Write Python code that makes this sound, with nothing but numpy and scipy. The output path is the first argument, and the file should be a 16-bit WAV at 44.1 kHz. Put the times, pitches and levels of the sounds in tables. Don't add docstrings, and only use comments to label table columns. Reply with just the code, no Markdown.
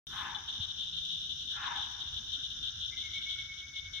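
import sys
import numpy as np
from scipy import signal
from scipy.fft import rfft, irfft, next_fast_len
from scipy.io import wavfile
from scipy.ndimage import map_coordinates

SR = 44100
rng = np.random.default_rng(int(sys.argv[2]) if len(sys.argv) > 2 else 0)


def wav_out(sig):
    wavfile.write(sys.argv[1], SR, np.round(np.clip(np.atleast_2d(sig).T, -1, 1) * 32767).astype(np.int16))


N = 176400
TIME = np.arange(N) / SR

# (time [s], mouth resonance [Hz], effort [dB])
BARK_SHAPES = [
    [(.095, 1330, -17), (.148, 1230, -4), (.22, 1080, 0), (.31, 980, -3.5), (.365, 845, -7.5)],
    [(1.53, 1650, -15), (1.575, 1340, -3), (1.628, 1193, 0), (1.685, 980, 0.5), (1.745, 908.6, -2.5),
     (1.795, 822, -7)],
]
# (frequency [Hz], relative level [dB])
THROAT_TONE = [(120, -32.5), (260, -15), (470, -25), (590, -24.5), (720, -11.5), (830, -2), (1000, -3.5),
               (1350, -6.5), (1680, 1.5), (1950, -11.5), (2500, -7.5), (3200, -14), (5000, -31),
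               (9000, -50), (15000, -82)]
def fox():
    top_pitch_hz, jitter, release_s = 1147.5, 0.03002, .021
    mouth_width_hz, mouth_db, thin_db = 200, 6, 8
    barks = np.zeros(N)
    for shape in BARK_SHAPES:
        times, mouths, efforts = np.transpose(shape)
        pitch = np.minimum(np.interp(TIME, times, mouths), top_pitch_hz)
        phase = phase_of(pitch * (1 + jitter * wobble(260)))
        voice = unit(sum(np.sin(k * phase) / k for k in range(1, 5)) * amp(1.7 * wobble(180)))
        breath = rng.standard_normal(N) * (1 + 0.74 * np.cos(phase)) * amp(1.13 * wobble(120))
        voice, breath = (unit(resonate(part[None], THROAT_TONE)[0]) for part in (voice, breath))
        breath_share = np.interp(TIME, times[[1, -1]], [.97, .86])
        harsh = np.sqrt(1 - breath_share) * voice + np.sqrt(breath_share) * breath
        hz, t, slices = signal.stft(harsh, SR, nperseg=512)
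        hz = hz[:, None]
        mouth_hz, effort_db = np.interp(t, times, mouths), np.interp(t, times, efforts)
        mouth = amp(mouth_db / (1 + ((hz - mouth_hz) / mouth_width_hz) ** 2) - mouth_db / 2)
        bright = amp(1.7 * effort_db * np.clip(np.log2((hz + 1) / 1600), 0, 1))
        thin = amp(-thin_db * np.clip((mouth_hz - np.maximum(hz, 800)) / 500, 0, 1))
        cry = signal.istft(slices * mouth * bright * thin, SR, nperseg=512)[1][:N]
        outside_s = np.maximum(times[0] - TIME, 0) + np.maximum(TIME - times[-1], 0)
        barks += cry * amp(np.interp(TIME, times, efforts) - 42.5) * np.exp(-outside_s / release_s)
    return pan(db=4.5) * among_trees(barks, trunks_db=0, woods_db=-6.5)


# (start [s], length [s], relative level [dB])
WING_STROKES = [(0.109, 0.028, -51.5), (0.158, 0.067, -39.0), (0.305, 0.015, -43), (0.346, 0.02, -35),
                (0.477, 0.035, -35), (0.521, 0.063, -37.5), (0.603, 0.053, -36), (0.683, 0.039, -37.5),
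                (0.782, 0.064, -36.5), (0.86, 0.04, -40.5), (0.926, 0.035, -38.5), (0.965, 0.026, -33),
                (1.031, 0.058, -41.5), (1.091, 0.051, -35.5), (1.147, 0.048, -40), (1.2, 0.06, -38),
                (1.292, 0.041, -35.5), (1.357, 0.046, -42), (1.471, 0.1, -39.5), (1.621, 0.056, -41.5),
                (1.656, 0.026, -35.5), (1.754, 0.097, -36), (1.91, 0.042, -42.5), (2.005, 0.025, -37.5),
                (2.071, 0.022, -42), (2.163, 0.034, -36.5), (2.262, 0.022, -44), (2.319, 0.04, -35.5),
                (2.389, 0.024, -37.5), (2.43, 0.041, -36), (2.502, 0.026, -39), (2.564, 0.032, -39.5),
                (2.626, 0.072, -35.5), (2.719, 0.029, -45.5), (2.811, 0.053, -35), (2.878, 0.025, -38),
                (2.968, 0.06, -36), (3.132, 0.06, -36), (3.218, 0.096, -42.5), (3.288, 0.065, -37),
                (3.383, 0.0506, -40), (3.574, 0.034, -43.5), (3.758, 0.042, -38.5), (3.83, 0.048, -48.5),
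                (3.933, 0.056, -39)]
# (frequency [Hz], relative level [dB])
WING_TONE = [(2000, -43.5), (2600, -27.5), (2880, -7), (3100, 0), (3300, -1.5), (3560, 4), (3850, -2.5),
             (4100, -10.5), (4450, -26.5), (7000, -34), (9000, -48), (13000, -55)]
def near_katydids():
    sides_db = 5 + 2 * rng.standard_normal(len(WING_STROKES))
    strikes = np.zeros((2, N))
    for (start, length, db), side_db in zip(WING_STROKES, sides_db):
        strikes += amp(db - 4.5) * pan(side_db) * wing_peak(wing_stroke(start, length))
    return among_trees(resonate(strikes, WING_TONE), trunks_db=-11, woods_db=-20)


def wing_stroke(start, length):
    tooth_hz, edge_s, path_spread_s, force_spread_db = 370, .003, .0002, .9
    draws = rng.standard_normal((6, 90))
    speed, gaps, paths, forces = draws[0, 0], draws[1], draws[2:4], draws[4:]
    rate = tooth_hz * np.exp(.15 * speed)
    t = np.cumsum(np.abs(1 + .14 * gaps)) / rate - edge_s
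    swell = np.clip(np.minimum(t + edge_s, length + edge_s - t) / (2 * edge_s), 0, 1)
    strikes = np.zeros((2, N))
    for side in range(2):
        arrival_s = start + t + path_spread_s * paths[side]
        at = np.clip((arrival_s * SR).astype(int), 0, N - 1)
        strikes[side] = np.bincount(at, swell * amp(force_spread_db * forces[side]) * (at < N - 1), N)
    return strikes * np.sqrt(SR / rate)


def wing_peak(strikes):
    hz = 3610 * np.exp(.03 * rng.standard_normal())
    return strikes + .7 * signal.lfilter(*signal.iirpeak(hz, Q=16, fs=SR), strikes + 1e-20)


# (loudest moment [s], pitch [Hz], relative level [dB])
CRICKET_CHIRPS = [(2.934, 2085, -44.5), (2.94, 2255, -49.5), (2.984, 2085, -51), (3.062, 2175, -45.5),
                  (3.171, 2212, -39.5), (3.289, 2206, -40.5), (3.404, 2203, -41), (3.521, 2210, -43),
                  (3.65, 2210, -43.5), (3.771, 2202, -42.5), (3.883, 2203, -44), (3.999, 2210, -41)]
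def tree_cricket():
    fall_s, waver_hz = .011, 13
    song = np.zeros(N)
    for crest, hz, db in CRICKET_CHIRPS:
        t = TIME - crest
        rise_s = .015 if crest < CRICKET_CHIRPS[0][0] + .05 else .028
        swell = np.exp(-(t / np.where(t < 0, rise_s, fall_s)) ** 2)
        song += amp(db - .8) * swell * np.sin(phase_of(hz + waver_hz * wobble(170)))
    return pan(db=-0.5) * among_trees(song, trunks_db=-9, woods_db=-2.5)


# (time [s], level [dB])
CHORUS_LOUDNESS = [(.07, -45), (.45, -47.5), (1.1, -42), (2.6, -45.5), (3.35, -44.5), (3.5, -49.5),
                   (4, -53.5)]
def far_katydids():
    trill_hz, waver_hz, flutter_db = 3630, 60, 2.8
    flutter = amp(flutter_db * wobble(35)) * (1 + 0.053 * np.tanh([wobble(380), wobble(300)]))
    phase = phase_of(trill_hz + waver_hz * np.array([wobble(140), wobble(140)]))
    trill = unit(np.sin(phase) * np.abs([wobble(60), wobble(60)]))
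    rasps = unit(flutter * noise(WING_TONE, alike=0.042))
    return level(CHORUS_LOUDNESS) * pan(db=2.5) * (rasps + amp(-5) * trill)


# (frequency [Hz], relative level [dB])
HISS_TONE = [(3800, -22), (4500, -11), (5250, -4.5), (5620, 4), (5850, -0.5), (6280, -0.5), (6650, -10.5),
             (7500, -30.5), (9600, -38), (10500, -31), (11100, -24.5), (12000, -38), (15700, -33.5)]
# (frequency [Hz], left minus right [dB])
HISS_LEAN = [(4200, 2.5), (5500, 11.5), (6300, 22.5), (7800, 40.5), (9500, 23), (11100, 9.5), (13000, 3)]
# (time [s], level [dB])
HISS_LOUDNESS = [(0, -55.5), (1.3, -53.5), (3.1, -53), (4, -55)]
def small_insects():
    def lean_left(hz):
        gains = pan(value_at(HISS_LEAN, hz))
        return gains / np.linalg.norm(gains, axis=0)

    pulsing = 1 + .13 * np.sin(2 * np.pi * 57 * TIME) + .12 * np.sin(2 * np.pi * 78 * TIME)
    loudness = level(HISS_LOUDNESS) * amp(0.8 * wobble(24))
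    return loudness * unit(filtered(noise(HISS_TONE, alike=0), lean_left) * pulsing)


# (frequency [Hz], relative level [dB])
FROG_TONE = [(500, -30), (800, -23), (1150, -13.5), (1420, 4), (1620, 3), (1900, -11.5), (2400, -17.5),
             (3200, -52.5)]
# (time [s], level [dB])
FROG_LOUDNESS = [(0, -63), (1.4, -70.5), (2.1, -65), (2.6, -62.5), (4, -65)]
def far_frogs():
    return level(FROG_LOUDNESS) * amp(1.5 * wobble(18)) * pan(db=4) * noise(FROG_TONE, alike=0.033)


# (time [s], level [dB])
HUM_LOUDNESS = [(.4, -91), (.95, -60.5), (2.3, -79)]
# (frequency [Hz], relative level [dB])
RUSH_TONE = [(90, -13.5), (150, 4), (230, -2), (330, -5.5), (450, -14.5), (700, -28.5), (1500, -44.5)]
# (time [s], level [dB])
RUSH_LOUDNESS = [(.1, -63), (.7, -68.5), (2.3, -68), (2.7, -68), (4, -73)]
def distant_drone():
    hum_hz, waver_hz = 158, 10
    hum = level(HUM_LOUDNESS) * amp(3 * wobble(20)) * np.sin(phase_of(hum_hz + waver_hz * wobble(25)))
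    rush = level(RUSH_LOUDNESS) * amp(2.9 * wobble(26)) * noise(RUSH_TONE, alike=0.87)
    return pan(db=-1.5) * (hum + rush)


# (start [s], pitch [Hz], level [dB])
HAND_BUMPS = [(.584, 230, -47), (0.6, 85, -32.5), (2.197, 218, -49), (2.379, 269, -51.5)]
# (frequency [Hz], relative level [dB])
RUMBLE_TONE = [(22, -36), (35, -7), (55, -0.5), (85, 1), (125, -6.5), (200, -24), (400, -43), (800, -67)]
RUSTLE_TONE = [(100, 0), (300, 7), (600, -6.5), (3000, -17), (7500, -5.5), (9200, -1), (10800, -6),
               (12200, 2), (14000, -16), (15700, -30)]
# (time [s], level [dB])
RUMBLE_LOUDNESS = [(0, -59.5), (1.2, -60), (2.1, -56), (2.9, -56), (3.3, -59.5), (4, -56)]
RUSTLE_LOUDNESS = [(.07, -68), (.2, -67), (.33, -76.5), (.9, -100)]
def hand_on_microphone():
    attack_s, fade_s = .003, .075
    bumps = np.zeros(N)
    for start, hz, db in HAND_BUMPS:
        t = np.maximum(TIME - start, 0)
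        onset = 1 - np.exp(-(t / attack_s) ** 2)
        bumps += amp(db - 60 * t / fade_s) * np.sin(2 * np.pi * hz * t) * onset
    rumble = level(RUMBLE_LOUDNESS) * amp(1.5 * wobble(15)) * noise(RUMBLE_TONE, alike=0.95)
    rustle = level(RUSTLE_LOUDNESS) * noise(RUSTLE_TONE, alike=0)
    return pan(db=-1.9) * (bumps + rumble + rustle)


# (frequency [Hz], time to fade by 60 dB [s])
WOODS_FADE = [(300, 4.2), (900, 1.22), (1700, 1.83), (3500, 1.3), (9000, 0.39)]
def among_trees(x, trunks_db, woods_db):
    trunk_fade = [(1000, .13)]
    return x + amp(trunks_db) * echoes(x, trunk_fade) + amp(woods_db) * echoes(x, WOODS_FADE)


def echoes(x, fade_times):
    hz, t, slices = signal.stft(rng.standard_normal((2, SR + SR // 2)), SR, nperseg=256)
    fade = amp(-60 * t / value_at(fade_times, hz)[:, None])
    tail = signal.istft(slices * fade, SR, nperseg=256)[1]
    return signal.fftconvolve(np.atleast_2d(x), tail / np.linalg.norm(tail[0]), axes=1)[:, :N]


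def resonate(x, tone):
    size = 4096
    cepstrum = irfft(np.log(amp(value_at(tone, np.fft.rfftfreq(size, 1 / SR)))))
    cepstrum[1:size // 2] *= 2
    cepstrum[size // 2 + 1:] = 0
    ring = irfft(np.exp(rfft(cepstrum)))
    return signal.fftconvolve(x, ring[None] / np.linalg.norm(ring), axes=1)[:, :N]


def noise(tone, alike):
    angle = np.arccos(np.clip(alike, -1, 1)) / 2
    pair = filtered(rng.standard_normal((2, N)), lambda hz: amp(value_at(tone, hz)))
    mid, side = pair * [[np.cos(angle)], [np.sin(angle)]]
    return unit(np.array([mid + side, mid - side]))


def filtered(x, response):
    size = next_fast_len(N + SR // 2)
    return irfft(rfft(x, size) * response(np.fft.rfftfreq(size, 1 / SR)), size)[..., :N]


def value_at(table, hz):
    frequencies, values = np.transpose(table)
    return np.interp(np.log(hz + 1), np.log(frequencies + 1), values)


def level(table):
    return amp(np.interp(TIME, *np.transpose(table)))


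def phase_of(hz):
    return 2 * np.pi * np.cumsum(hz, axis=-1) / SR


def wobble(rate):
    return map_coordinates(rng.standard_normal(int(N * rate / SR) + 4), [TIME * rate])


def pan(db):
    return amp(np.array([[.5], [-.5]]) * db)


def amp(db):
    return 10 ** (np.asarray(db) / 20)


def unit(x):
    return x / np.sqrt(np.mean(x ** 2) + 1e-20)


def scene():
    animals = fox() + near_katydids() + far_katydids() + small_insects() + far_frogs() + tree_cricket()
    return animals + distant_drone() + hand_on_microphone()


def record(dry):
    start_s, top_hz = .069, 15800
    return filtered(dry * (TIME > start_s), lambda hz: hz < top_hz)


dry = scene()
out = record(dry)
wav_out(out)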